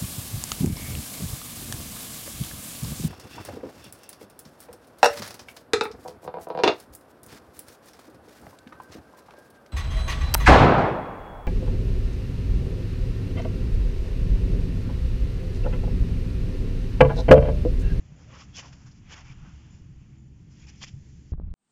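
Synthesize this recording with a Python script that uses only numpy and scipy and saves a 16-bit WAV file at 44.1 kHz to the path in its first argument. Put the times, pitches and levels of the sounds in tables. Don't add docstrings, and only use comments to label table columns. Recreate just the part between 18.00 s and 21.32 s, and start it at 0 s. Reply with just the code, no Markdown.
import sys
import numpy as np
from scipy import signal
from scipy.fft import rfft, irfft
from scipy.io import wavfile

SR = 44100
rng = np.random.default_rng(int(sys.argv[2]) if len(sys.argv) > 2 else 0)


def materialize(psi):
    bounded = np.clip(np.atleast_2d(psi).T, -1, 1)
    quanta = np.round(bounded * 32767).astype(np.int16)
    wavfile.write(sys.argv[1], SR, quanta)


def field_ratio(decibels):
    return 10 ** (np.asarray(decibels, dtype=float) / 20)


N = 146412

# freq_hz, density_db_per_hz
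RUMBLE_COLOUR = [(8.8, -44), (15, -9.5), (108, -1.5), (134, -1), (165, -3), (199, -8), (333, -21),
                 (538, -36.5), (900, -39.5), (1170, -53), (1980, -120)]
# time_s, level_db
BREEZE_LEVEL = [(0, -65), (.5, -68), (1.0, -57), (1.41, -50.5), (1.57, -64), (1.83, -54.5), (2.1, -62),
                (2.95, -58.5), (3.32, -61)]
# freq_hz, width_hz, level_db
HUM_LINES = [(68.6, 2, -56), (132.34, 2.3, -56), (88.1, 6.8, -60.5), (150.2, 3.3, -67), (208.9, 4.4, -67.5),
             (287.2, 5.5, -69), (325.3, 3, -71)]
# start_s, length_s, pitch_hz, level_db
CRICKET_CHIRPS = [
    (.16, .06, 7050, -77),
    (1.705, .09, 7060, -73),
    (2.18, .11, 7040, -78),
    (2.6, .05, 6750, -71),
]
# time_s, level_db
BUSTLE_LEVEL = [(0, -66), (.3, -64.5), (.5, -63.5), (1.04, -67), (1.3, -64), (1.85, -67.5), (2.0, -68.5),
                (2.17, -70), (2.33, -73), (2.48, -69.5), (2.6, -66.5), (2.95, -66.5), (3.32, -65.5)]
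# freq_hz, density_db_per_hz
EARLY_AIR_COLOUR = [(240, -36), (400, -0.5), (613, -5.5), (906, -2.5), (1460, -4.5), (2820, -3),
                    (3970, -12.5), (6880, -8), (7400, -7.5), (9620, -26), (16300, -120)]
# freq_hz, density_db_per_hz
LATE_AIR_COLOUR = [(240, -18), (400, -3), (728, -25.5), (783, -19), (1410, -18), (1930, -12),
                   (4070, -18.5), (5190, -15.5), (7400, -13), (9620, -41), (16300, -120)]
# start_s, peak_db, pitch_hz, t60_s
HAND_THUDS = [(2.936, -30, 118, 0.055), (2.96, -38.5, 140, 0.13), (1.53, -40, 70, 0.17),
              (1.41, -40.5, 42, 0.18), (1.9, -37, 125, .1), (1.665, -44.5, 102, 0.088),
              (2.62, -45.5, 67, .2), (.66, -45, 81, 0.13), (1.3, -39.5, 130, 0.12), (1.815, -35, 90, 0.04),
              (1.96, -41, 65.5, .14), (1.085, -41, 77, 0.097), (.115, -44.5, 155, 0.1),
              (.488, -37, 96, 0.057), (0.12, -45, 64, 0.19), (1.375, -39.5, 150.5, 0.054),
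              (1.745, -40.5, 100, 0.055), (1.425, -40, 140, 0.072), (1.47, -43.5, 190, .08),
              (3.0, -43.5, 80, 0.1), (3.145, -44, 169, 0.14)]
# start_s, peak_db, pitch_hz
GRAIN_SNAPS = [(.345, -45, 2000), (.3505, -45, 3000), (.4005, -45, 2500), (.419, -46, 1300),
               (.4305, -52, 3000), (.568, -32, 5000), (0.588, -38, 2900), (.596, -29.5, 2900),
               (.602, -43, 2600), (.658, -39, 5500), (1.128, -43, 2300), (1.1415, -34.5, 2500),
               (1.215, -46, 2200), (1.282, -45, 2300), (1.325, -48, 2500), (1.447, -52, 1150),
               (2.684, -50, 2400), (1.168, -43, 2500), (1.46, -47, 1500), (2.8206, -33.5, 3100),
               (2.834, -40, 5500), (2.8385, -30, 2300), (2.886, -50, 5540)]
# peak_s, length_s, pitch_hz, width_hz, level_db
SOLE_RINGS = [(0.338, 0.037, 1140, 89, -56.5), (0.369, 0.026, 1194, 89, -53), (.595, 0.045, 2900, 480, -46),
              (0.661, 0.053, 1020, 300, -53.5), (.597, 0.02, 1100, 250, -52), (.875, .04, 1580, 150, -66),
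              (1.31, 0.087, 2310, 260, -60.5), (2.84, 0.016, 2250, 190, -45),
              (2.833, 0.022, 1170, 140, -51.5), (0.66, 0.041, 5500, 220, -64), (0.21, 0.35, 540, 270, -68),
              (0.383, 0.15, 575, 170, -61.5), (0.72, 0.11, 630, 220, -66), (1.125, 0.035, 540, 200, -63),
              (2.838, 0.025, 660, 200, -57.5), (2.7, 0.05, 2450, 250, -62), (2.645, .05, 2450, 230, -63.5),
              (2.635, .05, 3320, 230, -67.5), (2.83, .025, 3140, 440, -48), (2.78, .08, 2500, 300, -68),
              (.6, 0.045, 5500, 1100, -58), (1.465, 0.026, 1600, 500, -63.5), (0.356, .09, 1450, 830, -61),
              (0.557, 0.03, 3300, 210, -55), (.422, 0.033, 1200, 130, -56.5), (0.403, .05, 2300, 320, -61),
              (1.48, 0.15, 1340, 370, -62.5), (2.1, .3, 2300, 400, -77.5), (.585, 0.028, 3070, 400, -51.5),
              (1.2, 0.073, 1000, 210, -63.5), (1.136, 0.08, 2170, 870, -53),
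              (1.205, 0.095, 2100, 700, -60.5), ]
# freq_hz, density_db_per_hz
GRIT_COLOUR = [(210, -47.5), (350, -19), (823, -7.5), (924, -9.5), (1840, -7.5), (2800, -5), (3910, -11),
               (5240, -2.5), (7400, -8.5), (9620, -46.5), (16300, -120)]
# peak_s, length_s, level_db, lows_db, highs_db (both relative to mids)
DRAGS = [(0.347, 0.086, -58, -3, -5.5), (.415, 0.093, -55.5, -2, 0), (0.592, 0.051, -51.5, -8, 4),
         (.665, 0.092, -57.5, -7, -0.5), (.8, 0.35, -76, 7, 8.5), (.975, 0.057, -76.5, -6, 8),
         (1.083, 0.062, -66.5, -11, -7), (1.135, 0.044, -49.5, -2.5, 1), (1.203, 0.073, -56.5, 0, -4),
         (1.318, 0.062, -60.5, -2.5, -5), (1.471, 0.3, -67, -1, -7.5), (1.652, 0.35, -69.5, -2.5, -4),
         (2.63, 0.1, -64.5, -16, -0.5), (2.8, 0.088, -65.5, -20, 1.5), (2.84, 0.032, -44.5, -11, 1),
         (2.882, 0.054, -54.5, -11, -1)]
# peak_s, length_s, level_db, lows_db, highs_db (both relative to mids)
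SUDDEN_PRESSES = [(.2, 0.1, -70.5, 3, 1.5), (.562, 0.054, -56.5, -15, 6), (.6, 0.026, -50.5, -7, 0),
                  (.63, 0.022, -59.5, 2, -9), (.7295, 0.021, -58.5, 0.5, 2), (.87, 0.033, -68.5, 4.5, 6.5),
                  (.915, 0.021, -75, -8, 12), (1.102, 0.023, -59, -6, -6), (1.165, 0.047, -57, 2, 0),
                  (2.672, .016, -59.5, -7, 1), (2.61, 0.046, -71, -14, -4), (1.26, 0.08, -61.5, 1, -3),
                  (1.73, 0.13, -73, -4, 0.5), (2.52, 0.072, -73.5, -3, 4), (2.688, 0.029, -56.5, -8.5, 2.5),
                  (2.73, 0.061, -69, -3, -1), (2.822, 0.023, -47.5, -10.5, -3), (2.895, 0.076, -71, -11, 1)]
# freq_hz, gain_db
MIC_HOLLOW = [(20, -0.5), (3300, -0.5), (3500, 0), (3750, -3.5), (4200, -2), (4700, 0), (5500, 0.83),
              (20000, -0.5)]
# freq_hz, gain_db
IMAGE_RESPONSE = [(8000, 2), (11200, -1), (11700, -14), (12400, -15), (12900, -12), (14300, -13),
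                  (15400, -14.5), (15900, -31)]

DRAG_RISE_SHARE, PRESS_RISE_SHARE = 0.7, 0.26


def rms_one(x):
    return x / np.sqrt(np.mean(x ** 2) + 1e-20)


def colour(x, points):
    hz, db = np.transpose(points)
    f = np.maximum(np.fft.rfftfreq(N, 1 / SR), 1)
    below_db = 30 * np.log2(np.minimum(f / hz[0], 1))
    above_db = -6 * np.log2(np.maximum(f / hz[-1], 1))
    gain_db = np.interp(np.log(f), np.log(hz), db) + below_db + above_db
    return rms_one(irfft(rfft(x) * field_ratio(gain_db), N))


def shade(x, points):
    f = np.maximum(np.fft.rfftfreq(2 * N, 1 / SR), 1)
    hz, db = np.transpose(points)
    gain_db = np.interp(np.log(f), np.log(hz), db)
    return irfft(rfft(x, 2 * N) * field_ratio(gain_db))[:, :N]


def cut(x, hz, kind, order=4):
    return signal.sosfilt(signal.butter(order, hz, kind, fs=SR, output="sos"), x)


def drift(rate_hz):
    r = np.exp(-2 * np.pi * rate_hz / SR)
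    return rms_one(signal.lfilter([1], [1, -2 * r, r * r], rng.standard_normal(N + SR))[SR:])


def level_at(points):
    return np.interp(np.arange(N) / SR, *np.transpose(points))


def ring(x, hz, t60_s):
    r, w = field_ratio(-60 / (t60_s * SR)), 2 * np.pi * hz / SR
    return signal.lfilter([0, np.sin(w)], [1, -2 * r * np.cos(w), r * r], x + 1e-18)


def soft_hit(start_s, hz, yield_t60_s, t60_s):
    click = np.zeros(N)
    click[int(start_s * SR)] = 1
    body = ring(ring(click, hz, yield_t60_s), hz, t60_s)
    return body / np.abs(body).max()


def stroke(peak_s, length_s, rise_share=DRAG_RISE_SHARE):
    t = np.arange(N) / SR - peak_s
    side_s = length_s * np.where(t < 0, rise_share, 1 - rise_share)
    return np.exp(-np.abs(t / side_s) ** 1.9)


def traffic_rumble():
    level_db = -49.5 + 0.5 * drift(4.5)
    return field_ratio(level_db) * cut(colour(rng.standard_normal(N), RUMBLE_COLOUR), 45, "high")


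def breeze():
    gust = cut(rng.standard_normal(N + SR), [15, 48], "band", order=2)[SR:]
    return field_ratio(level_at(BREEZE_LEVEL)) * rms_one(gust)


def machine_hum():
    t, steady_db = np.arange(N) / SR, 1
    out = np.zeros(N)
    for hz, width_hz, db in HUM_LINES:
        waver = rms_one(ring(rng.standard_normal(N + SR), hz, 2.0 / width_hz)[SR:])
        core = np.sin(2 * np.pi * (hz * t + rng.random()))
        out += field_ratio(db - 2.5) * (waver + field_ratio(steady_db) * core)
    return out


def cricket():
    pulses_per_s, t60_s, fade_db = 52, 0.026, 12
    out = np.zeros(N)
    for start_s, length_s, hz, db in CRICKET_CHIRPS:
        clicks = np.zeros(N)
        at_s = np.arange(0, length_s, 1 / pulses_per_s)
        clicks[((start_s + at_s) * SR).astype(int)] = field_ratio(db + 10.5 - fade_db * at_s / length_s)
        out += ring(ring(clicks, hz, t60_s), hz, t60_s) / (t60_s * SR / 40)
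    return out


def clothes_bustle():
    turn_s, turn_length_s, patchy_db = 2.58, 1, 0.7
    late = np.clip((np.arange(N) / SR - turn_s) / turn_length_s + 0.5, 0, 1)
    white = rng.standard_normal(N)
    early_air = (1 - late) * colour(white, EARLY_AIR_COLOUR)
    late_air = late * colour(white, LATE_AIR_COLOUR)
    return rms_one(early_air + late_air) * field_ratio(level_at(BUSTLE_LEVEL) + patchy_db * drift(6.0))


def hand_thuds():
    out, yield_share = np.zeros(N), 0.46
    for start_s, db, hz, t60_s in HAND_THUDS:
        out += field_ratio(db) * soft_hit(start_s, hz, yield_share * t60_s, t60_s)
    return out


def grain_snaps():
    out, cycles = np.zeros(N), 4.2
    for start_s, db, hz in GRAIN_SNAPS:
        out -= field_ratio(db) * soft_hit(start_s, hz, cycles / hz, cycles / hz)
    return out


def grit():
    grains_per_s, spread_db, ring_cycles, smooth_share = 12000, 2.2, 14.0, 0.55
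    patchy_db, patches_per_s, modes = 1.5, 11, 30
    sizes = field_ratio(spread_db * np.minimum(rng.exponential(1, N), 5)) * rng.choice([-1, 1], N)
    cracks = rms_one(sizes * (rng.random(N) < grains_per_s / SR))
    push = np.sqrt(1 - smooth_share) * cracks + np.sqrt(smooth_share) * rng.standard_normal(N)
    mode_of_sample = rng.integers(0, modes, N)
    out = np.zeros(N)
    for k, hz in enumerate(np.geomspace(400, 9000, num=modes)):
        body = ring(push * (mode_of_sample == k), hz, ring_cycles / hz)
        out += body * hz * field_ratio(patchy_db * drift(patches_per_s))
    return rms_one(out)


def sole_rings(raw_grit):
    out = np.zeros(N)
    for peak_s, length_s, hz, width_hz, db in SOLE_RINGS:
        out += field_ratio(db) * stroke(peak_s, length_s) * rms_one(ring(raw_grit, hz, 2.4 / width_hz))
    return out


def scuffs(raw_grit):
    stutter_db, stutter_per_s = 1, 43
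    sand = colour(raw_grit, GRIT_COLOUR)
    lows = cut(sand, [693, 1700], "band", order=3)
    mids = cut(sand[::-1], [1700, 3800], "band", order=5)
    highs = cut(sand, 4000, "high")
    power = np.zeros((3, N))
    for rows, rise_share in ((DRAGS, DRAG_RISE_SHARE), (SUDDEN_PRESSES, PRESS_RISE_SHARE)):
        for peak_s, length_s, db, low_db, high_db in rows:
            band_db = db + np.array([[low_db], [0], [high_db]])
            power += (field_ratio(band_db) * stroke(peak_s, length_s, rise_share)) ** 2
    out = np.zeros(N)
    for band, band_power in zip((lows, mids, highs), power):
        out += rms_one(band) * np.sqrt(band_power) * field_ratio(stutter_db * drift(stutter_per_s))
    return out


def scene():
    closing = np.sin(np.pi / 2 * np.minimum(np.arange(N)[::-1] / (0.006 * SR), 1)) ** 2
    far = (traffic_rumble() + breeze() + machine_hum()) * closing
    raw_grit = grit()
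    shoes = grain_snaps() + sole_rings(np.roll(raw_grit, N // 3)) + scuffs(raw_grit)
    return (far + cricket() + clothes_bustle() + hand_thuds() + shoes)[None]


def low_pass(x):
    return signal.sosfilt(signal.butter(12, 15700, fs=SR, output="sos"), x)


def record(dry):
    cut_hz, inner_rate_hz, image_db, circuit_db = 7280, 16000, -32, -96
    steep = signal.cheby1(12, 0.5, cut_hz, fs=SR, output="sos")
    kept = signal.sosfilt(steep, shade(dry, MIC_HOLLOW))
    carrier = np.cos(2 * np.pi * inner_rate_hz * np.arange(N) / SR)
    image = shade(cut(kept, 500, "high") * carrier, IMAGE_RESPONSE)
    mix = kept + field_ratio(image_db) * image + field_ratio(circuit_db) * rng.standard_normal(dry.shape)
    return low_pass(mix)


dry = scene()
out = record(dry)
materialize(out)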